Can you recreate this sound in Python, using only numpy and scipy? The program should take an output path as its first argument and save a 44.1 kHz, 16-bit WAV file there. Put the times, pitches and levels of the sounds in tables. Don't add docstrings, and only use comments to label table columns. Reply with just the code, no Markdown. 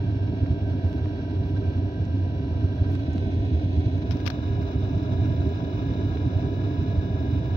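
import sys
import numpy as np
from scipy import signal
from scipy.fft import rfft, irfft
from scipy.io import wavfile
from scipy.ndimage import uniform_filter1d, map_coordinates

SR = 44100
rng = np.random.default_rng(int(sys.argv[2]) if len(sys.argv) > 2 else 0)


def unload_wav(signal):
    wavfile.write(
        sys.argv[1],
        SR,
        np.round(np.clip(np.atleast_2d(signal).T, -1, 1) * 32767).astype(np.int16),
    )


N = 333528
TIME = np.arange(N) / SR
FREQS = np.maximum(np.arange(N // 2 + 1) * SR / N, 1)

# time in seconds, spot (0 = first, 1 = passing the jet, 2 = last).
MICROPHONE_PATH = [(0, 0), (2.75, 0), (3.2, 1), (3.9, 1), (4.2, 2), (7.56, 2)]

# frequency in Hz, nominal width in Hz (narrowed in use), relative power density in dB.
PIPE_RESONANCES = [(58.4, 16, -10.5), (92.06, 22.6, 1.7), (120.5, 48, -9.5), (172, 55, -17),
                   (224, 16, -20.5), (269.5, 51.7, -11.5), (302.3, 23.5, -12), (360, 75, -24),
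                   (394.5, 38.4, -18), (408, 32, -27.5), (479.4, 24, -27), (531.4, 28, -27), (580, 17, -28),
                   (624, 19, -23.5), (667, 82, -24.5), (753, 49, -30.5)]
# frequency in Hz, left minus right in dB.
FLAME_LEAN = [(60, -3.5), (300, -3), (500, -2), (800, 2)]
# time in seconds, deep boom in dB, roar above it in dB.
FLAME_LEVEL = [(0, -25, -34), (.8, -27, -32.5), (1.2, -27.5, -33), (1.6, -25.5, -32.5), (2.3, -26.5, -33.5),
               (3.3, -25.5, -32), (4.4, -26.5, -33), (5.3, -24, -31), (5.7, -25.5, -31), (6.5, -26, -31),
               (7.56, -23.5, -32.5)]
# crest in seconds, length in seconds at half height, change of boom in dB,
# change of roar in dB (negative where the roar sinks).
FLAME_PUFFS = [(.325, 0.063, 1, 3.5), (0.432, 0.021, 8, 8), (0.515, 0.039, 13, 2.5), (.749, 0.02, 3.3, 4),
               (0.855, 0.026, 8.7, -1), (1.046, 0.05, 5.9, -2), (1.402, 0.055, 3.7, -1),
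               (1.691, 0.041, 2.5, -2), (1.791, 0.015, 6, 5.5), (2.0, 0.064, 3.5, -1),
               (2.65, 0.017, 8.2, 4), (2.815, 0.026, 7.9, -1), (2.912, 0.048, 2, 4),
               (3.09, 0.016, 6.6, 6.5), (3.157, 0.026, 0.84, 7), (3.269, 0.041, 4, 4.5),
               (3.39, 0.061, 7.3, 0.5), (3.544, 0.035, 7.5, 5), (3.658, 0.016, 5.9, -2),
               (3.781, 0.034, 8.2, 6.5), (3.873, 0.019, 12, 6), (3.96, 0.05, 4.1, 0.5),
               (4.115, 0.035, 6.7, -3.5), (4.154, 0.02, 3.2, 9), (4.516, 0.019, 4.2, 2),
               (4.585, 0.067, 7, 2), (4.762, 0.033, 9.2, 0.5), (4.84, 0.023, 3.1, 3.5),
               (4.966, 0.026, 7.9, -2.5), (5.135, 0.018, 5, 4), (5.224, 0.035, 3.8, 1.5),
               (5.303, 0.12, 3.5, 0.5), (5.412, 0.029, 4, 3), (5.474, 0.029, 2.7, 5),
               (5.907, 0.021, 7.9, 2.5), (6.265, 0.037, 7.5, 2), (6.367, 0.028, 6.5, 1),
               (6.455, 0.049, 6, 2.5), (6.813, 0.03, 7.7, 2.5), (6.974, 0.059, 6.2, -2),
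               (7.34, 0.041, 1.6, 2.5)]
# centre in seconds, length in seconds at half height, change in dB.
FLAME_LULLS = [(0.49, 0.041, -5.5), (0.824, 0.026, -8.5), (1.127, 0.14, -3.5), (1.257, 0.067, -3.5),
               (1.714, 0.021, -8), (1.935, 0.08, -5.5), (4.31, 0.02, -10.5), (4.725, 0.049, -11),
               (5.078, .03, -5.5), (5.532, 0.025, -4.5), (5.594, 0.041, -3.5), (5.706, 0.037, -9),
               (6.308, 0.038, -4), (7.212, .03, -1)]
RECOIL_S, RECOIL_SHARE = 0.02, 0.33
ROAR_BOUNDARIES_HZ = (335, 450)
# share of a puff that it follows, dB added at the last spot.
ROAR_BEHAVIOUR = [(1.0, -0.2), (0.47, 1.1), (0.16, 0.3)]

# time in seconds, level in dB.
HISS_LEVEL = [(0, -53.5), (1.2, -52.5), (2.3, -54), (2.9, -51), (3.3, -51), (3.8, -51), (4.5, -49.5),
              (6, -49), (7.56, -50.5)]
# frequency in Hz, relative density in dB at each of the three spots.
HISS_SLOPE = [(520, -23.5, -13, -18.5), (930, -5.5, -3, -1.5), (1084, -13, -4, -6.5),
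              (1980, -15.5, -18.5, -21), (3330, -18.5, -17.5, -22), (4200.0, -22, -23.5, -30),
              (5930, -25, -21.5, -21), (6800.0, -34, -27, -31), (7140, -49.5, -47, -49)]
# frequency in Hz, nominal width in Hz (narrowed in use), gain in dB at each of the three spots.
SILENCER_MODES = [(1336, 570, 10, 3.6, 9), (1556, 540, 12.5, 10, 14), (1820, 470, 1.5, 9.7, 8.5),
                  (2110, 210, 3, 12.5, 7.5), (2237, 320, 12.5, 15, 10.5), (2560, 130, 0, 1.5, 8.5),
                  (2620, 1300, 3, 13.5, 13.5), (2940, 120, 4, 4, 11.5), (3230, 110, 13.5, 11, 9),
                  (3387, 140, 14, 11, 16), (3687, 240, -11.5, 11.5, 19), (3890, 970, 8, 13.4, 17.5),
                  (4070, 370, 10.5, 12, 18), (4380, 330, 7, 14.5, 12.5), (4700, 520, 2, 6, 8),
                  (5010, 260, 4, 8.5, 12), (5340, 236.0, 4, 1, 9.5), (5470, 450, 1.5, 0.5, -3.5),
                  (5820, 224.0, 3, 5.7, -15)]
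# frequency in Hz, left minus right in dB at each of the three spots.
HISS_LEAN = [(650, 6.5, 3, 0), (960, -3.5, 8.5, 18), (1340, -2.5, -6, 7.5), (1600, -17, -15, 6.5),
             (2000, -17.5, -3.5, 0.5), (2200, 2.5, -6, -5), (2500, 1, -3, -8.5), (2780, -9.5, -1, -4),
             (3300, -1, -5, -7.5), (3700, -2, -7, -7), (4100, -5, -7.5, -11.5), (4500, 7.5, 5.5, 4),
             (5100, -2, 3, 2), (5800, 0.5, 0, 0.5), (6500, -3.5, -0.5, -1.5)]
# frequency in Hz, radians by which the left leads at each of the three spots.
PORT_PHASE_LEAD = [(900.0, 0.1, -1.4, -1.6), (1035.0, 0.4, -2.2, -2.5), (1170.0, 1.8, -2.9, -1.4),
                   (1305.0, 2.3, -3.1, -3.5), (1440.0, 2.5, -3.1, -3.6), (1575.0, 4.0, -2.9, -3.8),
                   (1710.0, 4.6, -3.7, -4.9), (1845.0, 4.2, -2.5, -2.3), (1980.0, 4.4, -3.1, -0.0),
                   (2115.0, 3.0, -3.6, -0.6), (2250.0, 3.0, -3.9, 0.6), (2385.0, 5.9, -1.7, -1.1),
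                   (2520.0, 3.8, -2.6, -3.2), (2655.0, 3.7, -3.1, -3.6), (2790.0, 6.3, -3.6, -2.1),
                   (2925.0, 7.3, -5.4, -0.6), (3060.0, 9.1, -3.8, -3.1), (3195.0, 9.2, -4.0, -3.5),
                   (3330.0, 10.2, -6.7, -2.8), (3465.0, 9.6, -8.8, -3.6), (3600.0, 10.1, -10.3, -4.9),
                   (3735.0, 10.6, -9.2, -5.4), (3870.0, 13.0, -12.2, -6.3), (4005.0, 12.6, -14.0, -7.0),
                   (4140.0, 12.2, -14.2, -7.9), (4275.0, 11.6, -14.4, -6.1), (4410.0, 13.0, -13.8, -3.5),
                   (4545.0, 15.2, -16.0, -3.6), (4680.0, 12.1, -14.0, -4.5), (4815.0, 12.8, -16.0, -5.6),
                   (4950.0, 15.7, -16.9, -5.5), (5085.0, 15.3, -18.3, -6.7), (5220.0, 14.3, -15.4, -6.4),
                   (5490.0, 11.2, -15.0, -9.1), (5760.0, 14.2, -17.0, -11.6), (5895.0, 13.4, -18.0, -13.2),
                   (6165.0, 12.0, -18.3, -9.0)]

# time in seconds, speed in turns per second.
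SHAFT_SPEED = [(0, 45.44), (.55, 45.74), (.85, 45.98), (1.2, 46.15), (1.9, 46.66), (5.5, 46.66),
               (6.2, 46.69), (7.1, 46.71), (7.56, 46.63)]
PUMP_HZ, PUMP_RIPPLE = 3.7, 0.00047
# multiple of the shaft speed, then level in dB left and right at each of the three spots.
STRONG_ORDERS = [(19, -64.0, -66.0, -62.5, -71.5, -59.0, -77.0),
                 (21, -62.5, -56.5, -56.5, -63.5, -50.0, -68.5),
                 (35, -80.0, -67.5, -64.5, -73.0, -58.0, -74.0),
                 (36, -71.0, -67.5, -67.5, -75.5, -56.0, -75.5),
                 (38, -78.0, -80.0, -87.0, -74.5, -73.5, -77.0),
                 (40, -73.5, -76.0, -72.0, -71.0, -79.5, -70.5),
                 (41, -67.5, -73.0, -66.0, -76.5, -79.0, -77.5),
                 (45, -75.0, -81.0, -76.0, -68.0, -81.5, -68.5),
                 (46, -79.5, -78.5, -80.0, -68.0, -83.5, -69.5),
                 (49, -78.5, -68.5, -85.0, -80.0, -78.5, -81.0),
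                 (50, -79.5, -70.0, -78.0, -71.5, -76.5, -74.5),
                 (51, -75.0, -75.0, -73.0, -72.5, -63.5, -71.0),
                 (52, -69.5, -75.0, -71.5, -80.0, -66.0, -76.5),
                 (53, -74.0, -81.0, -71.0, -80.0, -80.0, -79.5),
                 (54, -68.5, -70.5, -73.0, -62.5, -75.5, -64.0),
                 (57, -64.5, -69.5, -65.0, -66.0, -74.5, -67.5),
                 (58, -71.5, -71.0, -74.0, -65.5, -71.5, -66.0),
                 (61, -74.0, -71.0, -74.0, -76.5, -72.0, -75.0),
                 (62, -73.0, -70.5, -75.0, -66.5, -68.5, -67.5),
                 (63, -79.0, -76.5, -78.0, -72.5, -86.0, -70.5),
                 (65, -83.0, -75.0, -88.0, -71.0, -80.0, -71.5),
                 (66, -87.5, -82.5, -81.0, -70.0, -76.0, -73.0),
                 (67, -80.0, -76.0, -73.0, -66.0, -73.5, -70.0),
                 (71, -79.5, -81.5, -80.0, -79.0, -85.5, -80.5),
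                 (72, -65.5, -69.0, -66.0, -65.0, -72.5, -74.5),
                 (73, -82.0, -77.5, -85.5, -73.0, -81.5, -68.5),
                 (74, -67.0, -67.0, -81.5, -63.5, -71.0, -62.0),
                 (75, -72.0, -69.5, -87.5, -67.0, -79.0, -72.5),
                 (78, -77.5, -76.5, -86.0, -67.0, -82.5, -65.5),
                 (79, -76.5, -78.0, -88.0, -65.5, -69.0, -62.5),
                 (80, -72.0, -86.5, -79.5, -67.0, -73.5, -66.5),
                 (82, -75.0, -77.0, -77.5, -67.0, -74.0, -64.5),
                 (84, -74.0, -74.5, -73.5, -74.0, -81.5, -73.5),
                 (87, -83.0, -78.0, -79.0, -70.5, -79.0, -68.0),
                 (88, -78.0, -75.0, -79.0, -81.5, -77.0, -72.0),
                 (94, -78.5, -82.5, -74.5, -84.5, -92.0, -84.5),
                 (95, -77.0, -80.0, -73.0, -84.0, -76.0, -91.5),
                 (96, -76.0, -85.5, -84.0, -80.5, -72.0, -79.5),
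                 (102, -87.0, -85.5, -80.0, -85.5, -78.0, -78.5),
                 (103, -88.5, -83.5, -89.5, -79.5, -89.0, -78.5),
                 (107, -85.5, -87.0, -82.0, -78.0, -85.0, -77.0),
                 (109, -83.5, -82.5, -80.5, -80.0, -85.5, -78.0),
                 (113, -80.0, -92.5, -92.0, -96.0, -83.5, -83.0),
                 (115, -87.0, -88.0, -84.0, -86.0, -73.0, -76.0),
                 (117, -82.0, -83.5, -80.0, -78.0, -80.5, -77.5),
                 (121, -82.0, -85.0, -88.0, -88.0, -90.0, -90.0)]
# frequency in Hz, level in dB relative to the colour of the hiss.
WEAK_ORDER_LEVEL = [(1700, -73), (3300, -71), (4400, -66.5), (5800, -66)]
RINGING_ORDER, RING_HZ, RING_WIDTH_HZ, RING_DB = 36, 1645.6, 40, -62.5

# time in seconds, pitch in Hz before wander, level in dB, left minus right in dB.
PIPE_WHISTLE = [(0, 1545, -59.5, -12), (1, 1578, -55.5, -12.5), (2.55, 1592, -59.5, -2.5),
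                (2.88, 1585, -54.5, -16.5), (3.1, 1528, -57, -6.5), (3.8, 1550, -72.5, 7),
                (4.3, 1636, -62.5, 2.5), (7.56, 1656, -58, 4)]

# start in seconds, peak in dB before panning, left minus right in dB,
# lowest frequency in Hz, highest frequency in Hz.
CASE_TICKS = [(0.462, -34.5, -19.5, 496, 2200), (.93, -38, -11, 900, 4500), (1.058, -34.5, -15, 600, 2360),
              (2.053, -45, -23, 4000, 6800), (2.9535, -32.5, -20, 400, 4800), (3.133, -46, -8, 5220, 7450),
              (3.181, -32.5, -6, 800, 4200), (5.492, -43.5, 12, 2500, 6240), (6.172, -35.5, 6, 900, 2970)]
# crest in seconds, length in seconds at half height, level in dB.
CASE_RUSTLES = [(.69, .04, -70), (.89, .13, -68), (1.07, .04, -75), (1.39, .02, -73), (1.49, .06, -70),
                (1.8, .06, -79), (2.77, .05, -72), (2.928, .022, -60), (2.96, .18, -77), (3.98, .025, -72),
                (4.35, .02, -72)]
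# frequency in Hz, relative density in dB.
RUSTLE_SPECTRUM = [(1000, 0), (6000, 5), (7700, -8), (11000, -4), (14500, 3)]
# start in seconds, length in seconds, level in dB, left minus right in dB.
CASE_SCUFFS = [(4.1085, 0.004, -33, 22), (4.112, 0.022, -44, 20), (4.142, 0.08, -63, 14),
               (4.168, 0.005, -44.5, 16), (4.202, 0.0045, -47, 7), (4.255, 0.0097, -42, 19),
               (4.2625, 0.02, -32, 36), (4.2755, 0.004, -32, 30), (4.301, 0.003, -25, 28)]
# frequency in Hz, relative density in dB.
SCUFF_SPECTRUM = [(300, 7.5), (700, 0), (1200, 4.5), (2700, 3), (4300, 1.5), (5600, 1.5), (6200, -5.5),
                  (7700, -34), (11000, -24), (15500, -20)]

CUTOFF_HZ = 15900


def from_db(db):
    return 10 ** (np.asarray(db) / 20)


def rms_one(x):
    return x / np.sqrt(np.mean(x ** 2) + 1e-20)


def in_time(rows):
    seconds, *columns = np.transpose(rows)
    return [np.interp(TIME, seconds, column) for column in columns]


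def at_hz(points, hz, axis=1):
    points = np.array(points)
    return np.interp(np.log(hz), np.log(points[:, 0]), points[:, axis])


def pan(lean_db):
    gains = from_db(np.array([[.5], [-.5]]) * lean_db)
    return gains / np.sqrt(np.mean(gains ** 2, axis=0))


def drift(rate):
    step = 64
    count = N // step + 2
    hz = np.arange(count // 2 + 1) * SR / step / count
    slow = irfft(rfft(rng.standard_normal(count)) / (1 + (hz / rate) ** 2), count)
    return np.interp(TIME, np.linspace(0, N / SR, count), rms_one(slow))


def swell(s, length):
    return np.exp(-np.log(2) * np.minimum((2 * (TIME - s) / length) ** 2, 20))


def stereo_noise(colour, lean_db, alike_hz, lag_s=0, lead=0):
    mid, side = rfft(rng.standard_normal((2, N)))
    alike = 1 / (1 + (FREQS / alike_hz) ** 2)
    both = np.sqrt(1 + alike) * mid + np.sqrt(1 - alike) * side * [[1], [-1]]
    delay_phase = 2 * np.pi * FREQS * lag_s + lead
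    late = np.exp(-1j * delay_phase * np.array([[0], [1]]))
    return rms_one(irfft(both * late * colour * pan(lean_db), N))


def steadied(x, evenness, size):
    slow_power = uniform_filter1d(np.mean(x ** 2, axis=0), size=size)
    return rms_one(x / slow_power ** (evenness / 2))


def surges_db():
    boom = sum(db * swell(s, length) for s, length, db in FLAME_LULLS)
    roar = 0
    for s, length, boom_db, roar_db in FLAME_PUFFS:
        recoil = swell(s + length / 2 + RECOIL_S, RECOIL_S)
        puff = swell(s, length) - RECOIL_SHARE * recoil
        boom = boom + boom_db * puff
        roar = roar + roar_db * puff
    return boom, roar


def swayed(x, share=0.0351, rate_hz=6.17):
    shift = np.cumsum(share * drift(rate_hz))
    read = np.arange(N) + shift - shift[-1] * TIME / TIME[-1]
    return np.array([map_coordinates(side, [read], order=3, mode="reflect") for side in x])


def fluttered(x, surge_db, place, depth_db=1.0, rate_hz=18.0):
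    spectrum = rfft(x)
    band = np.digitize(FREQS, ROAR_BOUNDARIES_HZ)
    out = 0
    for k, (follows, moved_db) in enumerate(ROAR_BEHAVIOUR):
        level_db = follows * surge_db + moved_db * place + depth_db * drift(rate_hz)
        out = out + irfft(spectrum * (band == k), N) * from_db(level_db)
    return out


def flame(place, evenness=0.35, skirt=1.73, split_hz=185):
    power = 0
    for hz, width, db in PIPE_RESONANCES:
        power = power + from_db(db) ** 2 / (1 + ((FREQS - hz) / (width * 0.49)) ** 2) ** skirt
    colour = np.sqrt(power / (1 + (52 / FREQS) ** 10) / (1 + (FREQS / 850) ** 10))
    deep_share = 1 / (1 + (FREQS / split_hz) ** 10)
    lean_db = at_hz(FLAME_LEAN, FREQS)
    boom = stereo_noise(colour * np.sqrt(deep_share), lean_db, alike_hz=1700, lag_s=0.00025)
    roar = stereo_noise(colour * np.sqrt(1 - deep_share), lean_db, alike_hz=1700, lag_s=0.00025)
    boom_db, roar_db = in_time(FLAME_LEVEL)
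    boom_surge_db, roar_surge_db = surges_db()
    boom = steadied(swayed(boom), evenness, size=SR // 25) * from_db(boom_db + boom_surge_db)
    roar = steadied(roar, evenness, size=SR // 16)
    roar = fluttered(roar, roar_surge_db, place) * from_db(roar_db)
    return (boom + roar) * pan(1.4 - 0.53 * place)


def hiss_db(hz, spot):
    power = 1
    for centre, width, *db in SILENCER_MODES:
        power = power + (from_db(db[spot]) ** 2 - 1) / (1 + ((hz - centre) / (width * 0.15)) ** 2) ** 2
    return at_hz(HISS_SLOPE, hz, axis=spot + 1) + 10 * np.log10(np.maximum(power, .1))


def gas_hiss(spots, flutter_db=1.5):
    out = 0
    for spot, weight in enumerate(spots):
        lean_db = at_hz(HISS_LEAN, FREQS, axis=spot + 1)
        lead = at_hz(PORT_PHASE_LEAD, FREQS, axis=spot + 1)
        colour = from_db(hiss_db(FREQS, spot))
        out = out + weight * stereo_noise(colour, lean_db, alike_hz=4900, lead=lead)
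    return out * from_db(in_time(HISS_LEVEL)[0] + flutter_db * drift(35))


def shaft_turns(jitter=0.0003):
    pump = PUMP_RIPPLE * np.sin(2 * np.pi * PUMP_HZ * TIME)
    speed = in_time(SHAFT_SPEED)[0] * (1 + jitter * drift(11.3) + pump)
    return np.cumsum(speed) / SR


def blower(spots, turns, waver_db=1.5, uneven_db=6.5, count=5, size=2 ** 15):
    strong = {round(row[0]): row[1:] for row in STRONG_ORDERS}
    groups = np.zeros((count, len(spots), 2, size // 2 + 1), complex)
    for order in sorted(set(strong) | set(range(37, 128))):
        hz = order * SHAFT_SPEED[-1][1]
        colour_db = np.repeat([hiss_db(hz, spot) for spot in range(len(spots))], 2)
        chance_db = uneven_db * rng.standard_normal(len(colour_db))
        weak = at_hz(WEAK_ORDER_LEVEL, hz) + colour_db + chance_db
        level_db = np.reshape(strong.get(order, weak), (-1, 2))
        leads = [at_hz(PORT_PHASE_LEAD, hz, axis=spot + 1) for spot in range(len(spots))]
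        phases = rng.uniform(0, 2 * np.pi) - np.outer(leads, [0, 1])
        groups[order % count, :, :, order] = from_db(level_db) * np.exp(1j * phases)
    one_turn = (irfft(groups, size) * size / np.sqrt(2)).astype(np.float32)
    shaft = (turns * size).astype(int) % size
    heard = 0
    for wave in one_turn:
        heard = heard + np.take(wave, shaft, axis=-1) * from_db(waver_db * drift(24.0))
    return sum(weight ** 2 * whine for weight, whine in zip(spots, heard))


def ringing_order(turns, lean_db=-9):
    off = 2 * (RINGING_ORDER * in_time(SHAFT_SPEED)[0] - RING_HZ) / RING_WIDTH_HZ
    tone = np.sqrt(2) * np.sin(2 * np.pi * RINGING_ORDER * turns)
    return from_db(RING_DB) * pan(lean_db) * tone / (1 + off ** 4)


def whistle(flutter_hz=20, wander_hz=10, evenness=0.21):
    hz, db, lean_db = in_time(PIPE_WHISTLE)
    quarter_turn = np.array([[0], [np.pi / 2]])
    phase = 2 * np.pi * np.cumsum(hz + wander_hz * drift(5.4)) / SR + quarter_turn
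    tone = drift(flutter_hz) * np.cos(phase) + drift(flutter_hz) * np.sin(phase)
    return from_db(db) * pan(lean_db) * steadied(tone, evenness, size=SR // 20)


def high_whine(place, hz=15660, width_hz=60, db=-85.5, rise_db=9.0):
    colour = 1 / (1 + ((FREQS - hz) / width_hz) ** 2)
    return from_db(db + rise_db * place) * stereo_noise(colour, 10, alike_hz=8000)


def ticks(decay_s=0.0018, crackle=0.085):
    out = np.zeros((2, N))
    age = TIME[:SR // 20]
    for s, db, lean_db, low_hz, high_hz in CASE_TICKS:
        contact = (age == 0) + crackle * rng.standard_normal(len(age)) * np.exp(-age / decay_s)
        band = signal.butter(3, [low_hz, high_hz], "band", fs=SR, output="sos")
        tick = signal.sosfilt(band, contact)
        start = round(s * SR)
        out[:, start:start + len(age)] += from_db(db) * pan(lean_db) * tick / np.abs(tick).max()
    return out


def rustles(grain_db=4.0, lean_db=-3.5, grains_hz=250):
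    air = stereo_noise(from_db(at_hz(RUSTLE_SPECTRUM, FREQS)), lean_db, alike_hz=9000)
    grainy = rms_one(air * from_db(grain_db * drift(grains_hz)))
    return grainy * sum(from_db(db) * swell(s, length) for s, length, db in CASE_RUSTLES)


def scuffs(grain_db=1.5, rise_s=0.00092, fall_s=0.0039):
    rub = stereo_noise(from_db(at_hz(SCUFF_SPECTRUM, FREQS)), 0, alike_hz=2500)
    rub = rms_one(rub * from_db(grain_db * drift(300)))
    strokes = 0
    for s, length, db, lean_db in CASE_SCUFFS:
        rise = np.clip((TIME - s) / rise_s, 0, 1)
        fall = np.exp(-np.clip((TIME - s - length) / fall_s + 1, 0, 20))
        strokes = strokes + from_db(db) * pan(lean_db) * rise * fall
    return rub * strokes


def scene():
    place, = in_time(MICROPHONE_PATH)
    spots = np.sqrt([np.clip(1 - np.abs(place - spot), 0, 1) for spot in (0, 1, 2)])
    turns = shaft_turns()
    heater = flame(spots[-1]) + gas_hiss(spots)
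    heater = heater + blower(spots, turns) + ringing_order(turns)
    heater = heater + whistle() + high_whine(spots[-1])
    return heater + ticks() + rustles() + scuffs()


def record(dry):
    ease = np.clip(np.minimum(TIME, TIME[-1] - TIME) / .004, 0, 1)
    low_pass = signal.ellip(10, .1, 80, CUTOFF_HZ, fs=SR, output="sos")
    return signal.sosfilt(low_pass, dry * ease)


dry = scene()
out = record(dry)
unload_wav(out)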